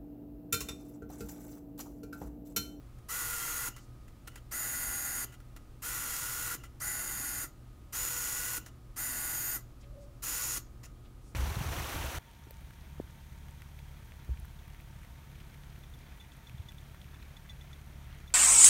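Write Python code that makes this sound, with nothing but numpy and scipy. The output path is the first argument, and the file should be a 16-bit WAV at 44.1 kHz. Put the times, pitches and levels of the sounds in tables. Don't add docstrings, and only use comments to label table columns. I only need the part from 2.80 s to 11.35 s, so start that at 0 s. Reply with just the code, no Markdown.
import sys
import numpy as np
from scipy import signal
from scipy.fft import rfft, irfft, next_fast_len
from scipy.io import wavfile
from scipy.ndimage import uniform_filter1d

SR = 44100
rng = np.random.default_rng(int(sys.argv[2]) if len(sys.argv) > 2 else 0)


def master_out(mix):
    frames = np.transpose(np.atleast_2d(mix))
    ceiling = np.clip(frames, -1, 1)
    pcm = np.round(ceiling * 32767).astype(np.int16)
    wavfile.write(sys.argv[1], SR, pcm)


N = 377047
TIME = np.arange(N) / SR

TEETH = 7
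BRAKE_LEAD_S = 0.088

# (pitch_hz, width_hz, driven_outward_db, driven_inward_db)
BARREL_RESONANCES = [(310, 27, 8.5, -6.5), (1388, 104, 11, 9), (1988, 138, 12, 15), (2784, 500, 6.5, 4.5),
                     (3220, 51, 6, 6), (4720, 190, -4, 6.5), (5120, 200, 1.5, 6.5), (6070, 600, 4, 5.5),
                     (6980, 720, 9.5, 13), (8540, 103, 7, 10), (9210, 450, 1.5, 7), (10060, 280, 4, 1.5),
                     (12800, 370, 0, 9.5), (13400, 390, -3.5, -4.5)]
# (start_s, level_db)
CORRECTING_NUDGES = [(.962, -47), (1.555, -48.5), (2.521, -53.5), (3.834, -49), (5.86, -46.5)]


def gain_of(db):
    return 10 ** (np.asarray(db) / 20)


def evened(x):
    return x / np.sqrt(np.mean(x ** 2) + 1e-20)


def read(points, hz):
    f, value = np.transpose(points)
    return np.interp(np.log(hz + 1), np.log(f + 1), value)


def bell(t, centre, width):
    return np.exp(-((t - centre) / width) ** 2)


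def drift(rate_hz):
    size = next_fast_len(N, real=True)
    hz = np.arange(0, 3 * rate_hz, SR / size)
    phases = np.exp(2j * np.pi * rng.random(size // 16)[:len(hz)])
    spectrum = phases * np.exp(-(hz[:len(phases)] / rate_hz) ** 2)
    return evened(irfft(spectrum, size)[:N])


def workshop(air_db=-51.5, hoot_hz=571, waver_db=0.97):
    # (pitch_hz, relative_level_db)
    rumble_colour = [(12, -42), (20, -2), (54, 1.5), (92, -14), (122, -4.5), (175, -18.5), (245, -16.5),
                     (362, -24.5), (439, -25), (705, -27.5), (906, -32), (1230, -30), (1670, -36.5),
                     (6020, -43.5), (15500, -46.5)]
    # (pitch_hz, level_db, wander_hz)
    hum_tones = [(48.8, -63.5, 4.3), (78.2, -63, 3), (119.9, -58.5, 0.56), (201.2, -74.5, 1.91),
                 (242.6, -78.5, 1.04), (282.5, -73, 2.67), (314.5, -74.5, 3.17), (353.7, -74, 2.13),
                 (1249, -76, 5.1)]
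    # (time_s, level_db)
    hoot_levels = [(7.03, -66), (7.12, -67), (7.18, -53.5), (7.24, -58), (7.31, -67), (7.42, -75)]

    hz = np.fft.rfftfreq(N, 1 / SR)
    noise = rfft(rng.standard_normal(N))
    air = evened(irfft(noise * gain_of(read(rumble_colour, hz)), N))

    hum = np.zeros(N)
    for f, db, wander in hum_tones:
        level = gain_of(db + waver_db * drift(2.8))
        hum += level * np.sin(2 * np.pi * np.cumsum(f + wander * drift(23.4)) / SR)

    hoot_db = np.interp(TIME, *np.transpose(hoot_levels), left=-np.inf, right=-np.inf)
    hoot = gain_of(hoot_db) * np.sin(2 * np.pi * hoot_hz * TIME + drift(30))
    return gain_of(air_db) * air + np.sqrt(2) * (hum + hoot)


def barrel(x, knock, peaks_db, size=4096):
    hz = abs(np.fft.fftfreq(size, 1 / SR))
    db = read(knock, hz)
    for (f, width, *_), peak in zip(BARREL_RESONANCES, peaks_db):
        db = db + peak / (1 + (2 * (hz - f) / width) ** 2)
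    log_spectrum = np.conj(signal.hilbert(db * np.log(10) / 20))
    ring = np.fft.ifft(np.exp(log_spectrum)).real[:size // 2]
    return signal.oaconvolve(x, ring / np.linalg.norm(ring))[:N]


def twitches(decay=0.0065, grain_db=2.5):
    # (start_s, length_s, level_db)
    lone_twitches = [(.184, 0.0017, -62), (1.279, 0.0035, -56.5), (1.473, 0.0066, -42.5),
                     (2.601, 0.0027, -58.5), (2.762, 0.0039, -47), (8.031, .031, -54)]
    # (pitch_hz, relative_level_db)
    colour = [(150, -5), (700, 4.0), (1400, 8.0), (2200, 3.0), (3100, -1.5),
              (4500, 0), (6900, -3.0), (9000, 0), (15000, -1)]
    nudge_s, settle_s, settle_db = .007, 0.027, -56.5
    creep_db = -66
    rise_s = .0025

    nudges = list(lone_twitches)
    for s, db in CORRECTING_NUDGES:
        nudges.append((s - BRAKE_LEAD_S, BRAKE_LEAD_S, creep_db))
        nudges.append((s, nudge_s, db))
        nudges.append((s, settle_s, settle_db))

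    level = np.zeros(N)
    for s, length, db in nudges:
        rise = np.clip((TIME - s) / rise_s, 0, 1)
        fall = np.exp(-np.maximum(TIME - s - length, 0) / decay)
        level = np.maximum(level, gain_of(db) * rise * fall)
    chatter = evened(rng.standard_normal(N) * gain_of(grain_db * drift(700)))
    return barrel(level * chatter, colour, np.transpose(BARREL_RESONANCES)[2])


def motion(runs, wobble, stiff_at_s, overshoot_share, taut_power):
    nominal_turns_per_s = 480
    wheel_turns = 18
    start_lack, spin_up_s, rise_s = .46, .013, .011
    overshoot, overshoot_at_s, overshoot_width_s = .027, .095, .05
    stiff_width_s = .085

    turns, wheel, drive, load = np.zeros((4, N))
    for on, off, db, extra, sag, tight, run_down, load_db in runs:
        span = (TIME >= on) & (TIME < off + .2)
        t = TIME[span] - on
        coast = np.maximum(TIME[span] - off, 0) / run_down
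        pace = (1 - start_lack * np.exp(-t / spin_up_s)) * np.exp(-.1 * coast)
        surge = overshoot_share * overshoot * bell(t, overshoot_at_s, overshoot_width_s)
        cruise = (nominal_turns_per_s + extra) * (1 + surge)
        speed = pace * (cruise - sag * bell(t, stiff_at_s, stiff_width_s))

        slow = np.cumsum(speed) / SR / wheel_turns
        wheel[span] = slow - np.interp(tight, TIME[span], slow)
        speed = speed * (1 + wobble * (2 / np.pi - abs(np.sin(np.pi * wheel[span]))))
        turns[span] = np.cumsum(speed) / SR

        drive[span] = gain_of(db) * (1 - np.exp(-t / rise_s)) * np.exp(-coast)
        load[span] = gain_of(load_db) * pace ** taut_power * np.exp(-coast)
    return turns, wheel, drive, load


def rubbing(turns):
    patches = signal.resample(rng.standard_normal(256), 1024)
    again = evened(np.interp(turns / 3 % 1, np.linspace(0, 1, 1024), patches))
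    worn = .48
    return worn * again + np.sqrt(1 - worn ** 2) * rng.standard_normal(N)


def gears(movement, knock, peaks_db, tones_db, rattle_db, play, uneven_db, rub, zing_db, zing_every):
    tone_multiples = [2 / 3, 1, 5 / 3, 2, 3, 4, 14, 21, 26, 28]
    fade_db = 3

    turns, wheel, drive, load = movement
    tooth = np.floor(turns * TEETH).astype(int)
    strikes = np.diff(tooth, prepend=0) > 0

    errors = rng.standard_normal(4 * TEETH)
    tooth_error = evened(errors - errors.mean())[tooth % len(errors)]
    off_centre = np.sin(np.pi * turns / 2)
    force = gain_of(uneven_db * tooth_error + 0.48 * off_centre + 0.99 * drift(290))
    blows = strikes * rng.uniform(-0.99, 1.89, N) / np.sqrt(strikes[drive > .5].mean())
    contact = evened(force * (blows + rub * rubbing(turns)))
    rattle = gain_of(rattle_db) * barrel(drive * contact, knock, peaks_db)

    angle = turns + play * drift(300) + .005 * drift(25)
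    whine = np.zeros(N)
    for k, db in zip(tone_multiples, tones_db):
        height = k / tone_multiples[-1]
        level = gain_of(db + 1.6 * drift(90) + drift(7) + fade_db * height * drift(2))
        whine += load ** height * level * np.sin(2 * np.pi * k * angle + .25 * drift(60))

    from_spot = ((wheel / zing_every + .5) % 1 - .5) * zing_every
    zing_level = gain_of(zing_db + 2 * np.tanh(drift(21))) * bell(from_spot, 0, 0.041)
    zing = zing_level * np.sin(2 * np.pi * np.cumsum(7100 + 90 * drift(90.0)) / SR)
    return rattle + drive * (np.sqrt(2) * whine + np.minimum(load, 1) * zing)


def holding(chop_hz=2930, waver_hz=130):
    brake_s, brake_db = 0.127, -66.5
    braked = np.zeros(N)
    for s, _ in CORRECTING_NUDGES:
        start = s - BRAKE_LEAD_S
        braked += (TIME > start) & (TIME < start + brake_s)
    level = uniform_filter1d(gain_of(brake_db) * braked, size=400) * gain_of(3.5 * drift(80))
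    return level * np.sin(2 * np.pi * (chop_hz * TIME + np.cumsum(waver_hz * drift(153)) / SR))


def bumps(runs, db, body_hz=305, decay=0.0043):
    out = np.zeros(N)
    for _, off, *_ in runs:
        t = np.maximum(TIME - off, 0)
        out += (1 - np.exp(-t / 0.0013)) * np.exp(-t / decay) * np.sin(2 * np.pi * body_hz * t)
    return gain_of(db) * out


def gripped(x):
    # (time_s, low_resonance_freedom_db, treble_db)
    grip_changes = [(.6, 0.5, 3.5), (2.1, -1.5, -3), (3.4, 0, 5.5), (4.3, 0, -1.5), (5.45, -4.5, 6),
                    (6.45, -3, -2), (7.6, -7.5, 7)]
    # (low_hz, high_hz, share of the freedom; negative moves the other way)
    freedom_bands = [(1216, 1660, 0.97), (1900, 2200, 0.65), (2440, 2560, -0.52)]

    s, freedom_db, treble_db = np.transpose(grip_changes)
    shifts = [((lo, hi), share * freedom_db) for lo, hi, share in freedom_bands]
    shifts.append(((4900, 6300), treble_db))
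    for band_hz, db in shifts:
        part = signal.sosfilt(signal.butter(1, band_hz, "bandpass", fs=SR, output="sos"), x)
        x = x + (gain_of(np.interp(TIME, s, db)) - 1) * part
    return x


def fingers():
    # (centre_s, swell_width_s, level_db, pitch_hz)
    rustles = [(1.02, .04, -67, 6000), (7.017, .012, -66, 5600), (7.04, .015, -66, 2500),
               (7.23, .03, -71, 6300), (8.258, 0.014, -67, 2940), (8.48, .05, -69, 6960)]
    out = np.zeros(N)
    for s, length, db, hz in rustles:
        edges_hz = [hz / np.sqrt(2), hz * np.sqrt(2)]
        band = signal.butter(2, edges_hz, "bandpass", fs=SR, output="sos")
        hiss = evened(signal.sosfilt(band, rng.standard_normal(N)))
        out += gain_of(db) * bell(TIME, s, length) * hiss
    return out


def room(x):
    # (pitch_hz, fade_s)
    fade_times = [(200, 0.54), (2000, 0.2), (6500, 0.26), (9000, 0.12), (15000, 0.2)]
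    hz, t, z = signal.stft(rng.standard_normal(SR // 2), SR, nperseg=256)
    fading = z * gain_of(-60 * t / read(fade_times, hz)[:, None])
    tail = signal.istft(fading, SR, nperseg=256)[1]
    return signal.fftconvolve(x, tail / np.linalg.norm(tail))[:N]


def scene():
    # (start_s, stop_s, level_db, extra speed in turns/s, speed lost in the stiff stretch
    # in turns/s before spin-up, tight_spot_s, run_down_s, load_db of the highest tone)
    runs_out = [(.284, 0.885, -.5, -3, 16.5, .783, .0079, -2.5),
                (3.019, 3.751, -0.76, 4, 9.2, 3.47, 0.0077, -18),
                (5.123, 5.78, -0.17, 9, 9, 5.528, 0.0079, 0.5),
                (7.421, 7.778, -0.1, 7.5, 10, 6.95, 0.0097, 1)]
    runs_in = [(1.71, 2.446, -.1, 0.98, 3, 2.17, 0.0043, 0.052),
               (3.999, 4.641, -0.91, 6.3, 6.6, 4, 0.016, -0.82),
               (6.160, 6.762, 0.17, 6, 6, 6.495, 0.016, -0.37)]
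    # (pitch_hz, relative_level_db)
    knock_out = [(100, -9.5), (300, -7.5), (650, -8), (1100, 1), (1700, -0.5), (2300, -5), (3300, -8),
                 (4400, -4), (6000, -7.5), (7600, -2.5), (9500, 1), (11300, 0), (13500, 5), (15700, -4.5)]
    knock_in = [(100, -11.5), (280, 5.5), (450, -7.5), (750, -0.5), (1150, -1), (1700, 4), (2300, -6),
                (3500, -9), (4400, -6), (5700, -6.5), (7800, -3), (9400, 2), (11200, 0.5), (13300, 3),
                (15700, -4)]
    tones_out_db = [-69, -64, -78, -74, -48, -61, -48.5, -53.5, -68, -55.5]
    tones_in_db = [-61.5, -76, -71, -60, -49, -57, -45, -47, -53, -48]

    _, _, peaks_out_db, peaks_in_db = np.transpose(BARREL_RESONANCES)
    going_out = motion(runs_out, wobble=.007, stiff_at_s=.35, overshoot_share=.65, taut_power=8)
    going_in = motion(runs_in, wobble=.017, stiff_at_s=.47, overshoot_share=1, taut_power=3)
    outward = gears(going_out, knock_out, peaks_out_db, tones_out_db, rattle_db=-38.0, uneven_db=1.0,
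                    rub=1.31, play=.005, zing_db=-35, zing_every=2)
    inward = gears(going_in, knock_in, peaks_in_db, tones_in_db, rattle_db=-40.5, uneven_db=-0.26,
                   rub=1.34, play=.002, zing_db=-39, zing_every=1)
    stops = bumps(runs_out, db=-38) + bumps(runs_in, db=-37.5)
    lens = gripped(outward + inward + twitches() + holding() + stops) + fingers()
    return (lens + gain_of(-12.5) * room(lens) + workshop())[None]


def record(dry):
    edge_hz = 15750
    lowpass = signal.firwin(801, edge_hz, window=("kaiser", 8), fs=SR)
    return signal.oaconvolve(dry, lowpass[None], "same")


dry = scene()
out = record(dry)
master_out(out)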